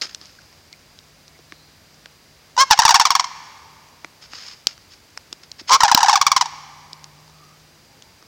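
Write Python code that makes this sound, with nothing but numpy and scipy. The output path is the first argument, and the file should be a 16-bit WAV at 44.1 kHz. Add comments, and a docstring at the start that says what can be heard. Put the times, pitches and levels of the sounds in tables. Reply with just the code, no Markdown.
"""Sharp taps, ticks and soft rustles sound close by on a wooded path, over a hum and small far birds.
Then sandhill cranes call twice, near enough to overload the microphone. Each call is a short reedy
note, then a rattle of falling honks, a low and a high voice interleaved with hoarse squawks.
The syrinx slaps once a cycle and rings the windpipe; the thicket scatters the calls and rings on."""
import sys
import numpy as np
from scipy import signal
from scipy.fft import rfft, irfft, next_fast_len
from scipy.io import wavfile
from scipy.ndimage import map_coordinates

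SR = 44100
rng = np.random.default_rng(int(sys.argv[2]) if len(sys.argv) > 2 else 0)


def unload_wav(signal):
    """Save mono or channel-first audio to the path in sys.argv[1] as 16-bit WAV at rate SR, clipped to [-1, 1]."""
    wavfile.write(
        sys.argv[1],
        SR,
        np.round(np.clip(np.atleast_2d(signal).T, -1, 1) * 32767).astype(np.int16),
    )


N = 364707
TOP_HZ = 15900  # band limit


def amp(db):
    """Decibels to gain."""
    return 10 ** (np.asarray(db) / 20)


def unit(x):
    """Scale to rms 1."""
    return x / np.sqrt(np.mean(x ** 2) + 1e-20)


def along(points, hz):
    """Read a (Hz, value) curve on a log frequency axis."""
    freqs, values = np.transpose(points)
    return np.interp(np.log(hz + 1), np.log(freqs + 1), values)


def automation(points, t):
    """Read a (seconds, value) curve at the times t."""
    return np.interp(t, *np.transpose(points))


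def wobble(rate, size):
    """A smooth random curve, rate knots a second."""
    return map_coordinates(rng.standard_normal(size // 8 + 8), [np.arange(size) * rate / SR + 2])


def add(track, start, x):
    """Mix x into the track at start seconds."""
    i = max(round(start * SR), 0)
    track[i:i + len(x)] += x[:len(track) - i]


def colour(x, points):
    """Minimum-phase EQ along a (Hz, dB) curve."""
    size = next_fast_len(len(x) + 2048)
    cepstrum = irfft(np.log(amp(along(points, np.fft.rfftfreq(size, 1 / SR)))), size)
    cepstrum[1:size // 2] *= 2
    cepstrum[size // 2 + 1:] = 0
    return irfft(rfft(x, size) * np.exp(rfft(cepstrum)), size)[:len(x)]


def noise(points):
    """Coloured noise of rms 1."""
    return unit(colour(rng.standard_normal(N), points))


def sine(hz):
    """A sine that follows a pitch curve."""
    return np.sin(2 * np.pi * np.cumsum(hz) / SR)


def wavering(hz, width_hz, size):
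    """A narrow band of noise, heard as an unsteady tone; rms 1."""
    phase = 2 * np.pi * hz * np.arange(size) / SR
    return unit(wobble(width_hz, size) * np.cos(phase) + wobble(width_hz, size) * np.sin(phase))


def puff(points, decay_s):
    """A coloured burst of energy 1 that dies quickly, with a weak after-rattle."""
    t = np.arange(SR // 25) / SR
    envelope = np.exp(-t / decay_s) + .025 * np.exp(-t / .008)
    burst = colour(rng.standard_normal(len(t)) * envelope, points)
    return burst / np.linalg.norm(burst)


# Tone of the still air. Each row: frequency in Hz, gain in dB.
AIR_EQ = [(10, -38), (25, -16.5), (50, -2.5), (90, 0.5), (130, -6), (200, -7), (450, -14), (1250, -17.5),
          (2240, -16.5), (3300, -19.5), (4800, -15.5), (6000, -19.5), (8500, -29), (11000, -28.5),
          (15800, -26)]
# Swells of the engine hum. Each row: time in seconds, level in dB.
HUM_LEVELS = [(0, -67), (1.3, -59.5), (2.4, -65.5), (3.7, -62), (4.8, -70.5), (6.7, -55), (7.4, -53),
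              (8.27, -71.5)]
def background(air_db=-52.5, whine_db=-66, hum_hz=152, whine_hz=4815):
    """The bed: still air, a distant engine hum and a thin high whine."""
    t = np.arange(N) / SR
    air = amp(air_db + .15 * wobble(8, N)) * noise(AIR_EQ)
    hum = amp(automation(HUM_LEVELS, t) + wobble(7, N)) * sine(hum_hz + 1.8 * wobble(9, N))
    whine = amp(whine_db) * sine(whine_hz + 7 * wobble(60, N))
    return air + np.sqrt(2) * (hum + whine)  # sine peak from rms


# Bird notes. Each row: start in seconds, length in seconds, pitch in Hz, level in dB.
CHIRP_CUES = [(0.384, 0.013, 1510, -45.5), (0.722, 0.027, 2250, -47.5), (1.337, 0.043, 2080, -56),
              (1.4, 0.4, 4120, -59), (7.25, 0.42, 1226, -58.5), (7.82, 0.25, 860, -64),
              (8.0, 0.16, 865, -62)]
def far_birds():
    """Faint notes from the bushes, each fading in and out."""
    out = np.zeros(N)
    for start, length, hz, db in CHIRP_CUES:
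        size = int(length * SR)
        add(out, start, amp(db) * np.hanning(size) * wavering(hz, .16 * hz, size))
    return out


# Decay of the thicket's reverb. Each row: frequency in Hz, seconds to fall by 60 dB.
THICKET_DECAY = [(200, 0.27), (700, 2.2), (1050, 2.09), (1700, 1.9), (5000, 1.42), (8000, 1.7),
                 (15000, 0.17)]
# Tone of that reverb. Each row: frequency in Hz, gain in dB.
THICKET_EQ = [(200, -12), (600, -2.5), (800, -4), (1100, -5.5), (1350, -4.5), (1800, 0.5), (2400, 1.5),
              (3200, -1.5), (5500, -2.5), (9000, -9)]
def thicket(send, build_s=.012, near_db=5, near_s=.0095):
    """Twigs and trunks scatter the sound back, the near bushes first."""
    hz, t, bands = signal.stft(rng.standard_normal(2 * SR), SR, nperseg=256)
    onset = (1 - np.exp(-t / build_s)) * (1 + amp(near_db) * np.exp(-t / near_s))
    decay = amp(-60 * t / along(THICKET_DECAY, hz)[:, None])
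    tail = signal.istft(bands * onset * decay, SR, nperseg=256)[1]
    return signal.fftconvolve(send, colour(tail / np.linalg.norm(tail), THICKET_EQ))[:N]


# Rustles. Each row: start, rise, hold and fade in seconds, relative level in dB.
RUSTLE_CUES = [(0.012, 0.0082, .003, .012, -24.5), (.03, .01, .01, .06, -39), (0.202, .005, .01, .25, -52),
               (4.21, .012, .03, .015, -45), (4.279, .08, 0.14, 0.053, -40), (4.67, 0.0021, .055, .01, -44),
               (4.901, 0.015, 0.017, .02, -46), (5.43, .006, .003, .008, -42),
               (5.582, 0.01, .016, .006, -39.5), (5.672, .022, .005, .008, -24)]
# Their papery tone. Each row: frequency in Hz, gain in dB.
RUSTLE_EQ = [(120, -62), (200, -28.5), (235, -18.5), (405, -25.5), (451, -12), (683, -18), (1290, -8),
             (4090, -6.5), (5170, 4), (5860, -11.5), (6420, -5.5), (8120, -27), (15000, -35.5)]
def rustles():
    """Soft grainy brushing sounds: each rises, holds and fades."""
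    t = np.arange(N) / SR
    envelope = np.zeros(N)
    for start, rise, hold, fade, db in RUSTLE_CUES:
        attack = np.clip((t - start) / rise, 0, 1)
        release = np.exp(-np.maximum(t - start - rise - hold, 0) / fade)
        envelope += amp(db - .5) * attack * release
    grain = unit(noise(RUSTLE_EQ) * amp(2.5 * wobble(250, N)))
    return envelope * grain


# Bright crack and duller knock of a tick or tap. Each row: frequency in Hz, gain in dB.
CRACK_EQ = [(300, -20.5), (1500, -34), (2800, -5.5), (4500, -1.5), (5400, 5), (6700, -7), (8000, -15),
            (10000, -29), (16000, -51.5)]
KNOCK_EQ = [(200, -36.5), (700, -7.5), (1200, -1), (2000, -3), (2700, -6.5), (4000, -17), (9000, -57)]
def ticks(count=52, softest_db=-42, range_db=12):
    """Faint scattered ticks from the damp path and the bushes."""
    out = np.zeros(N)
    for when, strength, dullness in rng.random((count, 3)):
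        tick = puff(CRACK_EQ, .0015) + dullness * puff(KNOCK_EQ, .0015)
        add(out, when * N / SR, amp(softest_db + range_db * strength) * tick)
    return out


# Low end of a tap. Each row: frequency in Hz, gain in dB.
THUD_EQ = [(30, -17.5), (160, 0.5), (330, 14.5), (900, -4.5), (2000, -30), (6000, -59)]
# Taps. Each row: start in seconds, then relative levels in dB of the whole tap, its knock, its thud.
TAP_CUES = [(.014, -13.5, -32, -46), (.0484, -29, -3.5, -3), (0.1474, -15.5, -20, -33),
            (0.2139, -29.5, -10, -12), (0.2565, -30.5, -21, -33), (0.7283, -28, -19, -35),
            (.989, -28, -25, -31), (1.28, -32.5, -23, -35), (1.3903, -39.5, -11, 4.5),
            (1.5224, -32.5, 6.5, 1.5), (2.0584, -29.5, -0.5, -13), (4.0462, -27, 6, -1),
            (4.334, -29, 3, -12), (4.6701, 1, -36, -50.5), (4.7783, -32.5, -8, -29),
            (5.1751, -14.5, -9.5, -50), (5.3277, -14.5, -17.5, -17.5), (5.435, -31.5, -11, -20),
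            (5.5164, -20, -34, -48.5), (5.614, -36.5, -10, 9), (5.9475, 15, -23.5, -21),
            (6.9314, -20.5, -24, -28), (7.0424, -22.5, -16, -30), (8.023, -28.5, -20, -27),
            (8.2257, -41, 1, -3)]
def taps(ring_hz=4465, ring_spread=.063):
    """Tiny hard impacts close by: a crack with a short ring, a knock and a thud."""
    out = np.zeros(N)
    t = np.arange(SR // 25) / SR
    for start, db, knock_db, thud_db in TAP_CUES:
        hz = ring_hz * (1 + ring_spread * rng.standard_normal())
        ring = .22 * np.sin(2 * np.pi * hz * t) * np.exp(-t / .0012)
        crack = puff(CRACK_EQ, .0009)
        knock = amp(knock_db + 4) * puff(KNOCK_EQ, .001)
        thud = amp(thud_db + 2) * puff(THUD_EQ, .0025)
        add(out, start, amp(db + 9) * (crack + ring + knock + thud))
    return out


# Resonances of a crane's windpipe. Each row: frequency in Hz, gain in dB.
WINDPIPE_EQ = [(1000, -7), (1350, 9.5), (1650, 7), (1930, -4.5), (2300, 1.5), (2750, -1.5), (3350, 1),
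               (3900, 1.5), (4550, 3), (5000, 4.5), (5450, 7), (6400, 0), (8200, -13.5), (10000, -26.5),
               (16000, -29.5)]
def syrinx(pitch, overtone_db, rasp):
    """A fundamental, and a slap each cycle that rings the windpipe; rasp makes it uneven and noisy."""
    phase = 2 * np.pi * np.cumsum(pitch) / SR
    uneven = wobble(800, len(pitch))
    slaps = sum(np.cos(k * phase) * (k * pitch < TOP_HZ) for k in range(2, 16))
    hiss = rng.standard_normal(len(pitch)) * (1 + np.cos(phase)) ** 2  # pulses with the slaps
    hiss = signal.sosfilt(signal.butter(2, 800, "high", fs=SR, output="sos"), hiss)
    buzz = unit(slaps) * (1 + .5 * rasp * uneven) + rasp * unit(hiss)
    fundamental = -np.cos(phase + .6) * (1 + .35 * rasp * uneven)
    return fundamental - amp(overtone_db - 1) * unit(colour(buzz, WINDPIPE_EQ))


# The note that opens each call. Each row: start and length in seconds, relative level in dB,
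# flutter rate in Hz, pitch swing as a share of the pitch, rasp from 0 to 1.
OPENING_CUES = [(2.576, .059, -10.5, 530.4, 0.089, 0.3), (5.702, 0.062, -9.5, 178.7, .1, 0.6)]
def opening_notes(from_hz=944, to_hz=1108, rise_s=.024, attack_s=.0011, release_s=.0035):
    """Held notes that slide up as pressure builds; a second vibration of the syrinx adds sidebands."""
    out = np.zeros(N)
    t = np.arange(SR // 8) / SR
    slide = to_hz + (from_hz - to_hz) * np.exp(-t / rise_s)
    for start, length, db, flutter_hz, swing, rasp in OPENING_CUES:
        release = np.exp(-np.maximum(t - length, 0) / release_s)
        envelope = amp(db) * (1 - np.exp(-t / attack_s)) * release
        progress = np.minimum(t / length, 1)
        overtone_db = -12.5 + 12 * np.sin(np.pi * progress ** 1.3)  # brightest past the middle
        flutter = sine(flutter_hz * slide / np.mean(slide[t < length]))
        pitch = slide * (1 + swing * flutter + .022 * wobble(500, len(t)))
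        shimmer = amp(.8 * wobble(300, len(t)))
        voice = envelope * shimmer * (1 + .27 * flutter) * syrinx(pitch, overtone_db, rasp)
        # the hoarse undertone swells less than the note, so it shows most at the two ends
        undertone = amp(-22) * np.sqrt(envelope) * wavering(520, 280, len(t))
        add(out, start, voice + undertone)
    return out


def honk(length, burst_hz, end_hz, db, tail_db, overtone_db,
         burst_s=.00552, release_s=.0071, glide_s=.014, dulling_db=7):
    """A hard burst of a few cycles, then a rough weaker tail as pressure sags and the pitch glides."""
    t = np.arange(SR // 12) / SR
    settled = 1 - np.exp(-(t / burst_s) ** 4)  # crossfade from burst to tail
    shimmer_db = 1.5 * wobble(260, len(t))
    jitter = (.02 + .04 * settled) * wobble(600, len(t))
    burst = amp(db + 1) * (1 - settled)
    tail = amp(db + tail_db + shimmer_db - 4.5 * np.minimum(t / length, 1)) * settled
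    attack = 1 - np.exp(-(t / .0013) ** 2)
    release = np.exp(-np.maximum(t - length, 0) / release_s)
    glide = end_hz + (burst_hz - end_hz) * np.exp(-(t - burst_s / 2) / glide_s)
    # the slaps are hardest at the start and soften first as the note dies
    bite_db = 3 * np.exp(-t / .0039) - dulling_db * (1 - release)
    flicker_db = 1.5 * settled * wobble(340, len(t))
    bright_db = overtone_db - .7 + bite_db + flicker_db
    voice = syrinx(glide * (1 + jitter), bright_db, rasp=.28 + .5 * settled)
    return attack * (burst + tail) * release * voice


# Squawks between the honks. Each row: start in seconds, relative level in dB.
SQUAWK_CUES = [(2.819, -11.5), (5.805, -9.5), (5.88, -12.5), (5.947, -17), (6.005, -14), (6.06, -15)]
def squawks(length_s=.027, hz=999, squeal_from_hz=1896, squeal_to_hz=1136):
    """Weak hoarse honks on a level pitch, with a squeal falling through each."""
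    out = np.zeros(N)
    size = int(length_s * SR)
    for start, db in SQUAWK_CUES:
        squawk = honk(length_s, hz, hz, db, tail_db=-9.5, overtone_db=-1.5)
        pitch = np.linspace(squeal_from_hz, squeal_to_hz, size) * (1 + .1 * wobble(600, size))
        squeal = amp(db - 7) * signal.windows.tukey(size) * sine(pitch)
        add(squawk, 0, squeal)
        add(out, start - .0008, squawk)
    return out


# Honks, the low voice near 950 Hz and the high one near 1120 Hz.
# Each row: start in seconds, length in seconds, burst pitch in Hz, relative level in dB.
HONK_CUES = [(2.566, .004, 943, -25.5), (2.704, .004, 946, -18.5), (2.7092, 0.025, 954, -2.5),
             (2.776, .014, 1081, -22.5), (2.7899, 0.017, 957.5, -3.5), (2.8515, .018, 955, -5),
             (2.8796, .016, 1115, -9.5), (2.891, .011, 1010, -5.5), (2.9064, 0.018, 925, -6),
             (2.9427, .023, 1117, -5.5), (2.956, 0.015, 951, -6.5), (2.9975, .026, 1055, -5.5),
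             (3.0529, 0.022, 1149, -6.5), (3.1045, 0.019, 1111, -7), (3.152, .016, 1101, -7.5),
             (3.196, .012, 1068, -8.5), (3.242, 0.0095, 1088, -18), (5.694, .008, 1042, -18),
             (5.8337, 0.025, 947.5, -2), (5.915, 0.016, 966, -4), (5.975, .018, 968, -5),
             (6.03, .018, 928, -5), (6.0837, .016, 895, -6.5), (6.095, 0.025, 1107, -7.5),
             (6.129, 0.019, 896, -8), (6.156, 0.012, 1161, -5), (6.174, .007, 833, -15.5),
             (6.2135, .015, 1146, -6), (6.2662, 0.015, 1167, -5.5), (6.3168, .013, 1135, -5.5),
             (6.364, 0.018, 1084, -7), (6.4108, 0.014, 1019, -8), (6.457, .01, 962, -20.5)]
# Their brightness, duller as the calling goes on. Each row: time in seconds, overtone trim in dB.
HONK_BRIGHTNESS = [(2.8, 2), (3.2, -2), (5.8, -2.6), (6.3, -1.5)]
def rattle(end_ratio=.82, tail_db=-8.5):
    """Quick runs of honks from two voices, each honk falling in pitch."""
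    out = np.zeros(N)
    for start, length, hz, db in HONK_CUES:
        overtone_db = automation(HONK_BRIGHTNESS, start)
        add(out, start - .0008, honk(length, hz, end_ratio * hz, db, tail_db, overtone_db))
    return out


# The windpipe radiates little below its first resonance. Each row: frequency in Hz, gain in dB.
VOICE_LOW_CUT = [(200, -31), (450, -11), (600, -11.5), (740, 3.5), (1000, -1)]
def cranes(echo_s=.0075, echo_db=-16):
    """Both calls, with one early reflection from the side of the path."""
    direct = opening_notes() + rattle() + squawks()
    out = direct.copy()
    add(out, echo_s, amp(echo_db) * direct)
    return colour(out, VOICE_LOW_CUT)


def scene():
    """The mono mix: calls ring in the thicket, while the small close sounds stay nearly dry."""
    calls = cranes()
    close = taps() + ticks() + rustles()
    reverb = thicket(amp(-19.5) * calls + amp(-35.5) * close)
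    return (calls + close + reverb + far_birds() + background())[None]


# Tone after the overloaded input. Each row: frequency in Hz, gain in dB.
OUTPUT_EQ = [(30, -5.5), (250, -0.5), (600, 3), (5000, 1), (8000, 3.5), (12000, -0.5), (16000, -1.5)]
def record(dry):
    """The input overloads near full scale; the bass is thinned and the top cut at the band limit."""
    clipped = dry[0] / (1 + np.abs(dry[0] / 1.03) ** 8) ** (1 / 8)
    size = next_fast_len(N + 4096)
    spectrum = rfft(colour(clipped, OUTPUT_EQ), size)
    passband = np.fft.rfftfreq(size, 1 / SR) < TOP_HZ
    return irfft(spectrum * passband, size)[None, :N]


dry = scene()
out = record(dry)
unload_wav(out)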